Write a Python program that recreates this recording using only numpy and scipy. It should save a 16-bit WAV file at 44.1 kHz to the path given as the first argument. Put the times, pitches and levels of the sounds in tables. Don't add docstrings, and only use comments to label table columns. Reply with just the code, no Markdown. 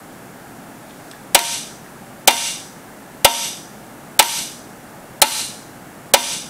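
import sys
import numpy as np
from scipy import signal
from scipy.io import wavfile

SR = 44100
rng = np.random.default_rng(int(sys.argv[2]) if len(sys.argv) > 2 else 0)


def volts(x):
    e = np.asarray(x, float) / 20
    return 10 ** e


def store_pcm(level_fs):
    pcm = np.round(np.clip(level_fs, -1, 1) * 32767).astype(np.int16)
    wavfile.write(sys.argv[1], SR, np.atleast_2d(pcm).T)


N = 286209


def at_hz(points, hz):
    point_hz, value = np.transpose(points)
    return np.interp(np.log(hz), np.log(point_hz), value)


def noise_bands(size):
    white = rng.standard_normal((2, size))
    edges_hz = 22 * 2 ** np.arange(0, 9.7, 1 / 3)
    for k, (low, high) in enumerate(zip(edges_hz, edges_hz[1:])):
        band_pass = signal.butter(2, [low, high], "band", fs=SR, output="sos")
        yield np.sqrt(low * high), signal.sosfilt(band_pass, white[k % 2])


def ring(force, hz, t60):
    r, w = volts(-60 / (t60 * SR)), 2 * np.pi * hz / SR
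    return signal.lfilter([0, np.sin(w)], [1, -2 * r * np.cos(w), r * r], force + 1e-18)


def soften(x, cut_hz):
    r = np.exp(-2 * np.pi * cut_hz / SR)
    return signal.lfilter([(1 - r) ** 2], [1, -2 * r, r * r], x)


def lift(x, hz, width_hz, db):
    r = np.exp(-np.pi * width_hz / SR)
    poles = [1, -2 * r * np.cos(2 * np.pi * hz / SR), r * r]
    resonance = signal.lfilter((1 - r * r) / 2 * np.array([1, 0, -1]), poles, x)
    return x + (volts(db) - 1) * resonance


def add(track, sound, s):
    at = round(s * SR)
    track[at:at + len(sound)] += sound[:N - at]


# (frequency [Hz], level per Hz [dB])
DRONE_SPECTRUM = [(25, -3.5), (90, -11), (135, -1), (240, -2), (345, -5.5), (430, -10.5), (760, -6.5),
                  (1000, -14), (1450, -12), (2100, -19.5), (2800, -24.5), (4500, -29), (9000, -25),
                  (15800, -31)]


def drone(drone_db=-37.5):
    out = sum(volts(at_hz(DRONE_SPECTRUM, hz)) * band for hz, band in noise_bands(N))
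    return volts(drone_db - 0.5) * out / out.std()


def handle_slide(from_s=0.84, to_s=1.2, slide_db=-48.5):
    part = np.clip((np.arange(N) / SR - from_s) / (to_s - from_s), 0, 1)
    swell = np.sqrt(np.abs(np.sin(np.pi * part)))
    band_pass = signal.butter(1, [2600, 9500], "band", fs=SR, output="sos")
    return volts(slide_db) * swell * signal.sosfilt(band_pass, rng.standard_normal(N))


# (time [s], peak level [dB], pitch [Hz], t60 [s])
TOUCHES = [
    (.897, -36, 3800, 0.0032),
    (.908, -39, 3400, .004),
    (1, -33.5, 1450, 0.0065),
    (1.114, -35, 8140, 0.0063),
    (1.113, -27.5, 4500, .0015),
    (1.116, -33, 3300, 0.004),
    (1.114, -41, 10400, .003),
    (1.135, -36.5, 1700, 0.022),
    (1.862, -34, 1950, 0.0043),
]


def ticks():
    out, t = np.zeros(N), np.arange(SR // 10) / SR
    for s, db, hz, t60 in TOUCHES:
        scrape = rng.standard_normal(len(t)) * volts(-60 * t / 0.0093)
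        add(out, volts(db - 3.5) * ring(scrape, hz, t60), s)
    return out


# (frequency [Hz], level [dB])
ROOM_SPECTRUM = [(150, -33.5), (600, -27), (1000, -15), (1500, -17), (3000, -20), (8000, -23),
                 (12000, -23.5), (15000, -32)]
# (frequency [Hz], t60 [s])
ROOM_DECAY = [(200, 0.71), (700, 0.26), (1500, 0.33), (3000, 0.5), (6000, 0.6), (10000, 0.55),
              (15000, 0.23)]


def workshop(x, build_s=0.0021):
    t = np.arange(SR) / SR
    tail = np.zeros(SR)
    for hz, band in noise_bands(SR):
        tail += volts(at_hz(ROOM_SPECTRUM, hz) - 60 * t / at_hz(ROOM_DECAY, hz)) * band
    build_up = 1 - np.exp(-t / build_s)
    return signal.fftconvolve(x, volts(-20.5) * tail * build_up)[:N]


PLATE_MODE_HZ = [245, 345, 569, 640, 692, 780, 867, 927, 974, 1316, 1540, 2078, 2166, 2228, 2417, 2798,
                 2903, 3010, 3245, 3591, 3741, 4920]
# (level [dB], t60 [s])
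PLATE_MODES = [(-33.5, 0.32), (-23, 0.086), (5.5, 0.039), (-10.5, 0.019), (-19.5, 0.25), (0, 0.048),
               (-2, 0.12), (-10, 0.22), (-9.5, 0.13), (-6.5, 0.095), (-7, 0.057), (-17, 0.18), (-22, 0.24),
               (-9, 0.064), (-6.5, 0.082), (-10, 0.13), (-7.5, 0.076), (-14, 0.14), (-4.5, 0.03),
               (-11.5, 0.15), (-20, 0.18), (2, 0.031)]


def plate(plate_lag_s=0.003, thud_db=-46):
    t = np.arange(SR // 2) / SR
    shock = np.exp(-((t - plate_lag_s) / 0.00006) ** 2)
    shock = shock / shock.sum()
    spread_db = rng.normal(0, 2.3, len(PLATE_MODES))
    signs = (-1) ** np.arange(len(PLATE_MODES))
    rings = np.zeros(len(t))
    for hz, (db, t60), own_db, sign in zip(PLATE_MODE_HZ, PLATE_MODES, spread_db, signs):
        rings += sign * volts(db + own_db) * ring(shock, hz, t60)
    legs = ring(shock, 70, 0.031)
    return rings + volts(thud_db) * legs


# (frequency [Hz], level per Hz [dB])
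CRACK_SPECTRUM = [(180, -29), (300, -20), (2230, -1), (3860, 0.5), (6900, -6.5), (8290, 2), (12100, -3.5),
                  (15800, -2)]


def crack(crack_db=4, crack_t60=0.053):
    t = np.arange(SR // 12) / SR
    burst = np.zeros(len(t))
    for hz, band in noise_bands(len(t)):
        if hz > 200:
            decay_db = 60 * t / crack_t60 * (hz / 4000) ** 0.42
            burst += volts(at_hz(CRACK_SPECTRUM, hz) - decay_db) * band
    lingering_rattle = volts(-27.0 + 45 * np.minimum(t, 0.03) / crack_t60)
    return volts(crack_db + 2) * burst * (1 + lingering_rattle)


# (frequency [Hz], width [Hz])
PUNCH_MODES = [(3450, 800), (4080, 250), (5930, 300), (7400, 500), (8050, 500), (9380, 200)]


def punch_colour(x, face_hz, face_db, punch_db):
    x = lift(x, face_hz, 450, face_db)
    x = lift(x, 1.052 * face_hz, 1830, -0.6 * face_db)
    x = lift(x, 0.88 * face_hz, 790, -0.4 * face_db)
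    for (hz, width_hz), db in zip(PUNCH_MODES, punch_db):
        x = lift(x, hz, width_hz, db)
    return x


# (time [s], level [dB])
REBOUNDS = [
    (1.3899, -8.5),
    (2.3077, -8),
    (4.2255, -8.5),
]


def bounces():
    out = np.zeros(N)
    for s, db in REBOUNDS:
        rebound = punch_colour(crack(crack_t60=0.029), 11000, 7.8, (-5, -2, 4, -10, 5, -1))
        add(out, volts(db + 17.5) * soften(rebound, 9000), s)
    return out


# (for an average blow [dB], more for a square one [dB])
PUNCH_LIFTS = [(4, 2.5), (1, -5), (7.5, 2), (-2.5, -2), (5.5, 1.5), (5, -3.5)]


def blow(face_hz, face_db, square, snap_db=21):
    punch_db = [usual_db + square * more_db for usual_db, more_db in PUNCH_LIFTS]
    click = volts(snap_db) * (np.arange(SR // 12) == 0) + 1e-18
    snap = punch_colour(click, face_hz, face_db, punch_db)
    close_crack = punch_colour(crack(), face_hz, face_db, punch_db)
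    plate_db = -0.1 + 2 * square
    return snap, close_crack, volts(plate_db - 4.5) * plate()


# (time [s], peak level [dB], face ring [Hz], face lift [dB], squareness [-1 glancing to 1 square])
HAMMER_BLOWS = [
    (1.347, 21, 11600, 6, -0.17),
    (2.275, 22.5, 10950, 2, 0.15),
    (3.2463, 20.5, 11570, 12.5, 1),
    (4.1916, 21.5, 11940, 12.5, -0.3),
    (5.2174, 20.5, 12240, 10.5, -1.46),
    (6.1372, 20.5, 10400, 6.5, 0.21),
]


def blows():
    tracks = np.zeros((3, N))
    for s, db, face_hz, face_db, square in HAMMER_BLOWS:
        for track, part in zip(tracks, blow(face_hz, face_db, square)):
            add(track, volts(db) * part, s)
    return tracks


def scene(plate_room_db=-7):
    snaps, cracks, rings = blows()
    snaps = snaps + ticks()
    near = cracks + bounces() + volts(-4) * snaps + rings
    room = workshop(snaps + volts(plate_room_db) * rings)
    return np.tile(near + room + drone() + handle_slide(), (2, 1))


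# (time [s], level [dB])
LOW_JOLTS = [
    (1.347, -21),
    (3.247, -22),
    (5.2174, -28),
    (6.1376, -32),
]


def jolts(jolt_s=0.0075):
    out = np.zeros(N)
    for s, db in LOW_JOLTS:
        add(out, volts(db) * np.hanning(round(jolt_s * SR)), s)
    return out


def gain_control_db(duck_db=25.5, attack_s=0.0053):
    t, gain_db = np.arange(N) / SR, np.zeros(N)
    for s, db, *_, square in HAMMER_BLOWS:
        back_s = 0.2 + 0.0036 * (db - 21) + 0.0097 * square
        since = np.maximum(t - s, 0)
        gain_db -= duck_db * (1 - np.exp(-since / attack_s)) * np.clip(1 - since / back_s, 0, 1)
    return gain_db


def starved_treble(x, cut_hz=2200, smear_s=0.0035, least_s=0.008):
    frame_s, first_frame_s = 1024 / 48000, 0.020
    t = np.arange(N) / SR
    starved, smear = np.zeros(N, bool), np.zeros(N)
    for s, *_ in HAMMER_BLOWS:
        lead_s = (s - first_frame_s) % frame_s
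        if lead_s > least_s:
            starved |= (t > s - lead_s) & (t < s - smear_s)
        smear += np.clip(1 - (s - t) / smear_s, 0, 1) * (t < s)
    dull = signal.sosfiltfilt(signal.butter(10, cut_hz, fs=SR, output="sos"), x * starved)
    return np.where(starved, dull, x) + volts(-28) * smear * rng.standard_normal(N)


def band_limit(x):
    return signal.sosfilt(signal.butter(12, 15980, fs=SR, output="sos"), x)


def record(dry, bass_hz=400, bass_share=0.54, offset=0.006, low_cut_hz=110):
    gain_db = gain_control_db()
    bass = soften(dry, bass_hz)
    ducked = (dry - bass) * volts(gain_db) + bass * volts(bass_share * gain_db)
    x = np.clip(ducked, -0.98, 0.98)
    x = signal.sosfilt(signal.butter(1, low_cut_hz, "high", fs=SR, output="sos"), x)
    push = offset * (volts(gain_db) - 1) + jolts()
    x = x + signal.sosfilt(signal.butter(2, 22, "high", fs=SR, output="sos"), push)
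    x = signal.sosfilt(signal.cheby2(20, 50, 15980, fs=SR, output="sos"), starved_treble(x))
    return band_limit(np.clip(x, -1, 1))


dry = scene()
out = record(dry)
store_pcm(out)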